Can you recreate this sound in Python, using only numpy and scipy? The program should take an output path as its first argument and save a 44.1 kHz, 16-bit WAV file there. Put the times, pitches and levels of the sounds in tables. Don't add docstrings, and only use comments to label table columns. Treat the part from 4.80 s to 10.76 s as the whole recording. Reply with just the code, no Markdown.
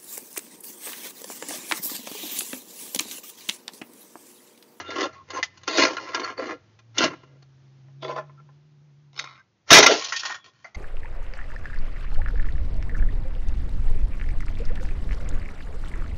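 import sys
import numpy as np
from scipy import signal
from scipy.fft import rfft, irfft
from scipy.io import wavfile
from scipy.ndimage import uniform_filter1d

SR = 44100
rng = np.random.default_rng(int(sys.argv[2]) if len(sys.argv) > 2 else 0)


def inscribe(sig):
    pcm = np.round(np.clip(np.atleast_2d(sig).T, -1, 1) * 32767)
    wavfile.write(sys.argv[1], SR, pcm.astype(np.int16))


N = 262836


def amp(db):
    return 10 ** (np.asarray(db) / 20)


def unit(x):
    return x / np.sqrt(np.sum(x ** 2) + 1e-20)


def add(mix, s, sound):
    part = mix[max(round(s * SR), 0):][:len(sound)]
    part += sound[:len(part)]


def colour(x, points):
    hz, db = np.transpose(points)
    f = np.fft.rfftfreq(len(x), 1 / SR)
    gain = amp(np.interp(np.log(f + 1), np.log(hz), db))
    return irfft(rfft(x) * gain, len(x))


def band(x, lo_hz, hi_hz, order=3):
    sos = signal.butter(order, [lo_hz, min(hi_hz, .49 * SR)], "band", fs=SR, output="sos")
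    return signal.sosfilt(sos, x)


def wander(size, per_s):
    knots = rng.standard_normal(2048)
    drift = np.interp(np.arange(size) * per_s / SR, np.arange(len(knots)), knots)
    return np.sqrt(3 / 2) * drift


def plastic(modes, dense_db, t60):
    t = np.arange(8000) / SR
    hz, width, db = np.transpose(modes)[:, :, None]
    width = np.clip(width, 30, 400)
    weight = amp(db + 1.5 * rng.standard_normal(hz.shape)) * width
    phase = 2 * np.pi * rng.random(hz.shape)
    decay = np.exp(-np.pi * width * t)
    ring = (weight * decay * np.sin(2 * np.pi * hz * t + phase)).sum(0)
    thicket = band(rng.standard_normal(len(t)), 190, 9200, order=2) * amp(-60 * t / t60)
    tap = unit(ring) + amp(dense_db) * unit(thicket)
    return [unit(band(tap, lo, hi, order=4)) for lo, hi in [(260, 720), (700, 2230), (2500, 7300)]]


# boom, middle, grit [dB/s]
RELEASE_DB_PER_S = [400, 450, 559.5]
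BRUSH_S, BRUSH_DB, GRIP_S = .028, -21, 0.011


def rub(strokes, modes, slips_per_s, spread_db, grind, judder_db, judder_per_s, dense_db, t60):
    out = np.zeros(N)
    for s, length_s, first_db, last_db, boom_db, grit_db in strokes:
        t = np.arange(-min(BRUSH_S, s), length_s + .13, 1 / SR)
        slips = (rng.random(len(t)) < slips_per_s / SR) * rng.choice([-1, 1], len(t))
        slips = slips * amp(spread_db * np.minimum(rng.exponential(1, len(t)), 3))
        drive = unit(slips) + grind * unit(rng.standard_normal(len(t)))
        drive = drive * amp(judder_db * wander(len(t), judder_per_s))
        drive = drive / np.sqrt(uniform_filter1d(drive ** 2, size=800) + 1e-20)
        bite = np.interp(t, [-BRUSH_S, -GRIP_S, 0], [0, amp(BRUSH_DB), 1])
        force = amp(np.interp(t, [0, length_s], [first_db, last_db]))
        drive = drive * bite * force
        let_go_s = np.maximum(t - length_s, 0)
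        rock = 1.22 * wander(len(t), 25)
        for share in np.cos(rock), np.sin(rock):
            parts = plastic(modes, dense_db, t60)
            for part, db, release in zip(parts, [boom_db, 0, grit_db], RELEASE_DB_PER_S):
                push = drive * share * amp(db - release * let_go_s)
                add(out, s + t[0], signal.fftconvolve(push, part))
    return out


YIELD_S = 0.0017


def strike(rows, modes, dense_db, t60, crumble_db, crumble_s):
    out, t = np.zeros(N), np.arange(1500) / SR
    for s, peak_db, boom_db, grit_db in rows:
        low, middle, high = plastic(modes, dense_db, t60)
        landed = rng.random(len(t)) < 1500 / SR
        splinters = rng.standard_normal(len(t)) * landed * np.exp(-t / crumble_s)
        blow = (t == 0) + amp(crumble_db) * unit(splinters)
        ring = amp(boom_db) * low + amp(-7.5) * middle + amp(grit_db) * high
        hit = signal.fftconvolve(blow, ring)
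        hit = hit * (1 - np.exp(-np.arange(len(hit)) / SR / YIELD_S))
        peak = np.sqrt(uniform_filter1d(hit ** 2, size=130).max())
        add(out, s, amp(peak_db) * hit / peak)
    return out


# t/s, length/s, first force/dB, last force/dB,
# boom of the bending blade/dB re force, grit of the edge/dB re force
SHOVES = [(0.0, 0.013, -30.5, -39, -5, -7.5), (0.045, 0.098, -49, -37, -1, -9.5),
          (0.16, 0.08, -31.5, -24, -0.5, -8), (0.332, 0.056, -46, -59, -7, -9),
          (0.485, 0.094, -49.5, -29.5, -3, -10), (0.742, 0.16, -67.5, -60, -5, -0.5),
          (0.88, .092, -34.5, -26.5, 0, -1.5), (0.985, 0.06, -19, -18.5, 2, -1.5),
          (1.07, 0.074, -28.5, -37.5, 1.5, -7), (1.2, 0.15, -39, -40.5, -2.5, -8.5),
          (1.338, 0.17, -31, -34, -2.5, -12.5), (1.578, 0.14, -35.5, -34, 1.5, -12),
          (2.152, 0.017, -50.5, -42, -2, -2), (2.18, 0.063, -30, -20.5, 1.5, -2),
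          (2.275, 0.049, -42, -42, 0.5, -14.5), (2.39, 0.17, -73, -68, 9, -22)]
# t/s, peak level/dB, boom/dB, grit/dB
CATCHES = [(0.086, -23, 12, -12), (0.104, -22, -19, -10), (0.159, -21, -7, -12), (0.207, -14, -24, -11),
           (0.503, -23.5, -21, -6), (0.773, -38.5, -32, -4.5), (0.833, -34, -21, -8),
           (0.877, -11, -14.5, -9), (0.973, -10, -1, 1), (1.167, -16, -21, -15.5), (1.181, -16, -21, -24),
           (1.287, -25, -5, -14.5), (1.346, -10.5, -34, -11.5), (1.396, -22, -12, -6.5),
           (1.445, -24, -29, -10.5), (1.589, -23.5, 1, -20.5), (1.989, -42, -28, -8),
           (2.181, -5.5, -29.5, 8), (2.238, -5, 2, -4), (2.333, -25.5, -12, -26), (2.433, -36, -10, -22),
           (2.623, -42, -8.5, -7.5)]
# f/Hz, width/Hz (held to 30-400), level/dB
SLIDING = [(330, 135, 2), (506.6, 12, -1.4), (639.5, 29, -5.5), (780, 22, -14.5), (1056, 46, 1),
           (1240, 20, -11.5), (1375, 36, 0.9), (1654, 54, -5.5), (1805, 10, -13.5), (2005, 73, -15.5),
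           (2046, 130, -5), (2450, 18, -7.5), (2740, 27, -10.5), (2910, 68, -8.5), (3250, 17, -18),
           (3580, 23, -11), (4030, 28, -15.5), (4290, 33, -11.5), (4330, 110, -14), (4780, 65, -13),
           (5540, 36, -22), (5650, 110, -26.5), (5900, 58, -17.5), (6330, 37, -23)]
# t/s, peak level/dB, boom/dB, grit/dB
CLACKS = [(0.628, -13.5, -42.5, -12)]
# f/Hz, width/Hz, level/dB
RIM = [(1370, 60, -12.5), (1811, 78, -2), (2013, 49, 1.5), (3600, 80, -13), (4897, 60, -13),
       (6000, 90, -17)]


def scraping():
    scrape = rub(SHOVES, SLIDING, slips_per_s=600, spread_db=4.2, grind=.22,
                 judder_db=2.3, judder_per_s=130, dense_db=-8, t60=.06)
    catches = strike(CATCHES, SLIDING, dense_db=-5.0, t60=0.036, crumble_db=0.5, crumble_s=0.0054)
    clacks = strike(CLACKS, RIM, dense_db=-4.5, t60=0.082, crumble_db=-17.5, crumble_s=.003)
    return amp(0.44) * scrape + amp(-8.0) * catches + amp(-3) * clacks


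# t/s, length/s, first force/dB, last force/dB,
# boom/dB re force, grit/dB re force
PRYING = [(3.228, 0.023, -42, -43, 6, -1), (3.28, 0.036, -36, -33.5, 2.5, -15),
          (3.358, 0.022, -39, -29.5, -4.5, -16.5)]
# t/s, peak level/dB
JUMPS = [(3.083, -49), (3.227, -23), (3.247, -18.5), (3.282, -23), (3.359, -17), (3.381, -18.5),
         (3.494, -37.5), (3.599, -46.5), (3.689, -42.5)]
# f/Hz, width/Hz (held to 30-400), level/dB
WEDGED = [(373, 15, -3.5), (495, 18, -2), (630, 25, 1), (820, 26, -7), (1031, 17, 0.5), (1370, 38, -12),
          (1540, 54, -21.5), (1743, 25, -12), (2130, 180, -17.5), (2520, 54, -17), (3440, 200, -14),
          (4610, 120, -16.5), (5460, 34, -20)]
JUMP_BOOM_DB, JUMP_GRIT_DB, JUMP_GRIT_PER_DB = -10.5, -2, 1.5


def prying():
    creak = rub(PRYING, WEDGED, slips_per_s=900, spread_db=3, grind=.3,
                judder_db=1.5, judder_per_s=120, dense_db=-13, t60=.05)
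    levered = [(s, db, JUMP_BOOM_DB, JUMP_GRIT_DB + JUMP_GRIT_PER_DB * db) for s, db in JUMPS]
    jumps = strike(levered, WEDGED, dense_db=-4, t60=0.038, crumble_db=4, crumble_s=0.0024)
    return amp(2.5) * creak + amp(-8.0) * jumps


# t/s, length/s, f/Hz, level/dB
SQUEAKS = [(0.0, 0.27, 1365, -40), (0.01, 0.18, 2820, -46.5), (0.048, 0.1, 3600, -42),
           (0.155, 0.078, 1070, -28.5), (0.238, 0.032, 550, -25.5), (0.335, 0.11, 1080, -43.5),
           (0.525, 0.067, 6270, -40.5), (0.56, 0.04, 1047, -25.5), (1.429, 0.029, 4380, -30.5),
           (1.57, 0.034, 4560, -38.5), (1.585, 0.032, 516, -23), (1.69, .085, 491.6, -34),
           (2.301, .03, 1060, -39), (2.328, 0.027, 1370, -42.5), (3.244, .034, 387, -31),
           (3.569, 0.047, 1352, -50.5), (4.37, 0.031, 5180, -39), (4.576, 0.048, 1550, -50),
           (5.32, 0.071, 1863, -28), (5.495, 0.035, 1008, -35), (5.541, 0.193, 3350, -58)]


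def squeaks():
    out = np.zeros(N)
    for s, length_s, hz, db in SQUEAKS:
        size = int(length_s * SR)
        turns = np.cumsum(hz + (20 + .016 * hz) * wander(size, 900)) / SR
        swell = signal.windows.tukey(size, .7) * amp(db + 2 * wander(size, 400))
        add(out, s, swell * np.sin(2 * np.pi * turns))
    return out


# t/s, length/s, first force/dB, last force/dB,
# boom/dB re force, grit/dB re force
STRAIN = [(4.334, .012, -65.5, -66.5, 5, 6.5), (4.364, 0.052, -49.5, -43, -3.5, 5),
          (4.45, .15, -40, -55.5, -19.5, -9.5)]
# t/s, peak level/dB, boom/dB, grit/dB
TICKS = [(4.391, -16, -45.5, -0.5), (4.44, -27, -20.5, -11)]
# f/Hz, width/Hz, level/dB
STRAINED = [(1060, 70, -4.5), (1362, 140, -4), (2140, 150, -4.5), (2400, 110, -10), (2940, 90, -13.5),
            (3800, 190, -1), (4400, 130, -7), (5150, 220, -5.5), (6360, 160.4, -13)]


def straining():
    strain = rub(STRAIN, STRAINED, slips_per_s=500, spread_db=3.5, grind=.35,
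                 judder_db=2, judder_per_s=70, dense_db=-9, t60=.08)
    ticks = strike(TICKS, STRAINED, dense_db=-7, t60=0.035, crumble_db=9.5, crumble_s=0.0045)
    return amp(-1.5) * strain + amp(-5) * ticks


# t/s, length/s, first force/dB, last force/dB,
# boom/dB re force, grit/dB re force
SPLIT = [(4.884, .016, -37, -41, -10.5, -1.5), (4.914, 0.071, -11, -8.5, 0.5, 1.5),
         (4.988, 0.015, -16, -21.5, 6.5, -3.5), (5.027, 0.007, -16, -15.5, 1.5, -1),
         (5.064, 0.055, -23.5, -22, 8.5, 0.5), (5.13, 0.068, -29, -39, 2.5, 5)]
# t/s, peak level/dB
CRACKS = [(4.904, 3.5), (4.913, 2), (4.927, 16), (4.94, 6), (4.961, 3.5), (4.977, -10), (5.026, 2.5),
          (5.061, 5.5), (5.109, -6.5)]
# f/Hz, width/Hz (held to 30-400), level/dB
BROKEN = [(425, 49, 3.5), (635.5, 8.8, 1), (1025, 71, 6), (1375, 27, 8.5), (1674, 78, 2.5),
          (2080, 190, 1.5), (2466, 52, -3.5), (2980, 110, -10), (3750, 22, -7)]
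CRACK_BOOM_DB, CRACK_BOOM_DB_PER_S, CRACK_GRIT_DB = -25.5, 62, -6


def snapping():
    split = rub(SPLIT, BROKEN, slips_per_s=1100, spread_db=0.5, grind=0.35,
                judder_db=1.5, judder_per_s=130, dense_db=3.5, t60=0.077)
    volley = []
    for s, db in CRACKS:
        boom_db = CRACK_BOOM_DB + CRACK_BOOM_DB_PER_S * (s - CRACKS[0][0])
        volley.append((s, db, boom_db, CRACK_GRIT_DB))
    cracks = strike(volley, BROKEN, dense_db=8, t60=0.082, crumble_db=2, crumble_s=0.0054)
    return amp(-1.0) * split + amp(-9.0) * cracks


# t/s, level/dB
THUDS = [(0.995, -40.5), (2.232, -33), (4.914, -17)]
# f/Hz, level/dB, t60/s
FLEX = [(92, -10.5, 0.42), (127.7, -1, 0.16), (142, -2.5, 0.38), (170.8, 1.5, 0.34), (265, 3.5, 0.3),
        (298, 4, 0.29)]


def stamp():
    out, t = np.zeros(N), np.arange(SR // 2) / SR
    thud = sum(amp(db - 60 * t / t60) * np.sin(2 * np.pi * hz * t) for hz, db, t60 in FLEX)
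    thud = thud * (1 - np.exp(-t / 0.0031))
    for s, level_db in THUDS:
        add(out, s, amp(level_db) * thud)
    return out


# t/s, length/s, first force/dB, last force/dB,
# boom/dB re force, grit/dB re force
SKITTER = [(5.195, .11, -38.5, -44, -13, 5), (5.335, .083, -41, -48, -28, 6.5),
           (5.428, 0.12, -33, -35.5, -19, -4.5), (5.645, 0.037, -52.5, -57, -5.5, -0.5),
           (5.735, 0.13, -68, -64.5, -19, -1.5)]
# t/s, peak level/dB, boom/dB, grit/dB
BOUNCES = [(5.221, -25.5, -33, -4), (5.243, -16.5, -34, 9), (5.289, -22, -40, 2), (5.322, -10, -29, -10.5),
           (5.361, -15.5, -40, 15), (5.394, -18.5, -37, 11), (5.451, -16, -37, -3.5),
           (5.498, -19, -24, -21)]
# f/Hz, width/Hz (held to 30-400), level/dB
SHARD = [(1080, 47, 5), (1413, 126, -1.5), (1853, 21, 3), (2390, 160, -6.5), (3097, 53, -4.5),
         (3410, 32, -6), (3980, 31, -20), (4350, 83, -4.5), (5100, 220, -12), (5600, 38, -23),
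         (5700, 110, -12), (6870, 45, -4)]


def shard():
    skitter = rub(SKITTER, SHARD, slips_per_s=280, spread_db=4.5, grind=0.27,
                  judder_db=5.0, judder_per_s=65, dense_db=-4, t60=0.089)
    bounces = strike(BOUNCES, SHARD, dense_db=5, t60=0.092, crumble_db=-3.5, crumble_s=0.0062)
    return skitter + amp(-9.0) * bounces


# t/s, peak level/dB, boom/dB, grit/dB
KNOCKS = [(5.844, -31, -22.5, -24), (5.876, -50, -8, -22), (5.946, -33, -29, -13.5)]
# f/Hz, width/Hz (held to 30-400), level/dB
STUMP = [(678, 20, 0.5), (1110, 120, -15.5), (1370, 47, -9.5), (2066, 51, 1.5), (4560, 154, -10.5),
         (6360, 140, -11.5)]


def stump():
    knocks = strike(KNOCKS, STUMP, dense_db=-11, t60=0.27, crumble_db=2.5, crumble_s=0.0108)
    return amp(-3.5) * knocks


def yard(x, wet_db=-33, t60=0.58):
    t = np.arange(SR) / SR
    taps = rng.standard_normal(SR) * (rng.random(SR) < 2000 / SR) * (t > .015)
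    tail = unit(band(taps, 400, 3500, order=1) * amp(-60 * t / t60))
    return x + amp(wet_db) * signal.fftconvolve(x, tail)[:N]


# t/s, firing rate f/Hz, level/dB
ENGINE = [(0, 89.1, -56.5), (0.6, 97, -59.5), (0.75, 93.04, -62), (1.4, 102, -64.5), (1.899, 109.1, -61),
          (2.12, 113.3, -45.5), (2.381, 127.6, -60), (2.5, 134.1, -47.5), (2.8, 134.6, -49.5),
          (3.3, 139.3, -41.5), (3.87, 146.2, -49.5), (4.319, 143.8, -48.5), (4.56, 135, -57.5),
          (4.66, 131, -84.5), (5.3, 123, -66), (5.68, 109.4, -73), (5.96, 105, -73)]
# multiple of the firing rate, level/dB
ENGINE_ORDERS = [(1, -2), (1.5, -23), (2, -26.5), (2.5, -23.5)]


def car():
    s, hz, db = np.transpose(ENGINE)
    t = np.arange(N) / SR
    turns = np.cumsum(np.interp(t, s, hz) * (1 + 0.019 * wander(N, 22))) / SR
    drone = sum(amp(order_db) * np.sin(2 * np.pi * k * turns) for k, order_db in ENGINE_ORDERS)
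    level = amp(np.interp(t, s, db) + 0.85 * wander(N, 9.4))
    return np.sqrt(2) * drone * level


# f/Hz, relative level/dB
STREET = [(24, -57.5), (40, -35.5), (86, -11.5), (136, -6), (161, -13), (184, -11), (297, -19.5),
          (338, -16), (440, -22), (5630, -37), (7310, -38), (9500, -70), (16100, -120)]
# t/s, level/dB re STREET_DB
HUSH = [(0, 4), (4.58, -3.5), (4.67, -6), (4.848, -5), (5.3, -6), (5.96, -4)]
STREET_DB = -67


def street():
    air = colour(rng.standard_normal(N), STREET)
    air = air / np.std(band(air, 500, 7000))
    hush_db = np.interp(np.arange(N) / SR, *np.transpose(HUSH))
    return air * amp(STREET_DB + hush_db + 0.91 * wander(N, 7.8))


def scene():
    shovel = scraping() + prying() + squeaks() + straining() + snapping() + stamp() + shard() + stump()
    return (yard(shovel) + car() + street())[None]


def limit(x, threshold_db, ratio, recover_db_per_s):
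    power_db = 10 * np.log10(abs(uniform_filter1d(x ** 2, size=130)) + 1e-12)
    fall = np.arange(N) * recover_db_per_s / SR
    tracked_db = np.maximum.accumulate(power_db + fall) - fall
    over_db = np.maximum(tracked_db - threshold_db, 0)
    return x / amp((1 - 1 / ratio) * uniform_filter1d(over_db, size=90))


# f/Hz, level/dB
MICROPHONE = [(30, -9.5), (90, -1), (200, -5), (6300, -0.5), (7000, -7.5), (7350, -20.5), (7700, -38.5),
              (8200, -75)]
EDGE_HZ = 15800


def record(dry):
    held = limit(colour(dry[0], MICROPHONE), threshold_db=-5, ratio=4, recover_db_per_s=600)
    heard = np.clip(held, -.98, .98)
    low_pass = signal.firwin(511, EDGE_HZ, window=("kaiser", 9), fs=SR)
    return signal.fftconvolve(heard, low_pass, "same")[None]


dry = scene()
out = record(dry)
inscribe(out)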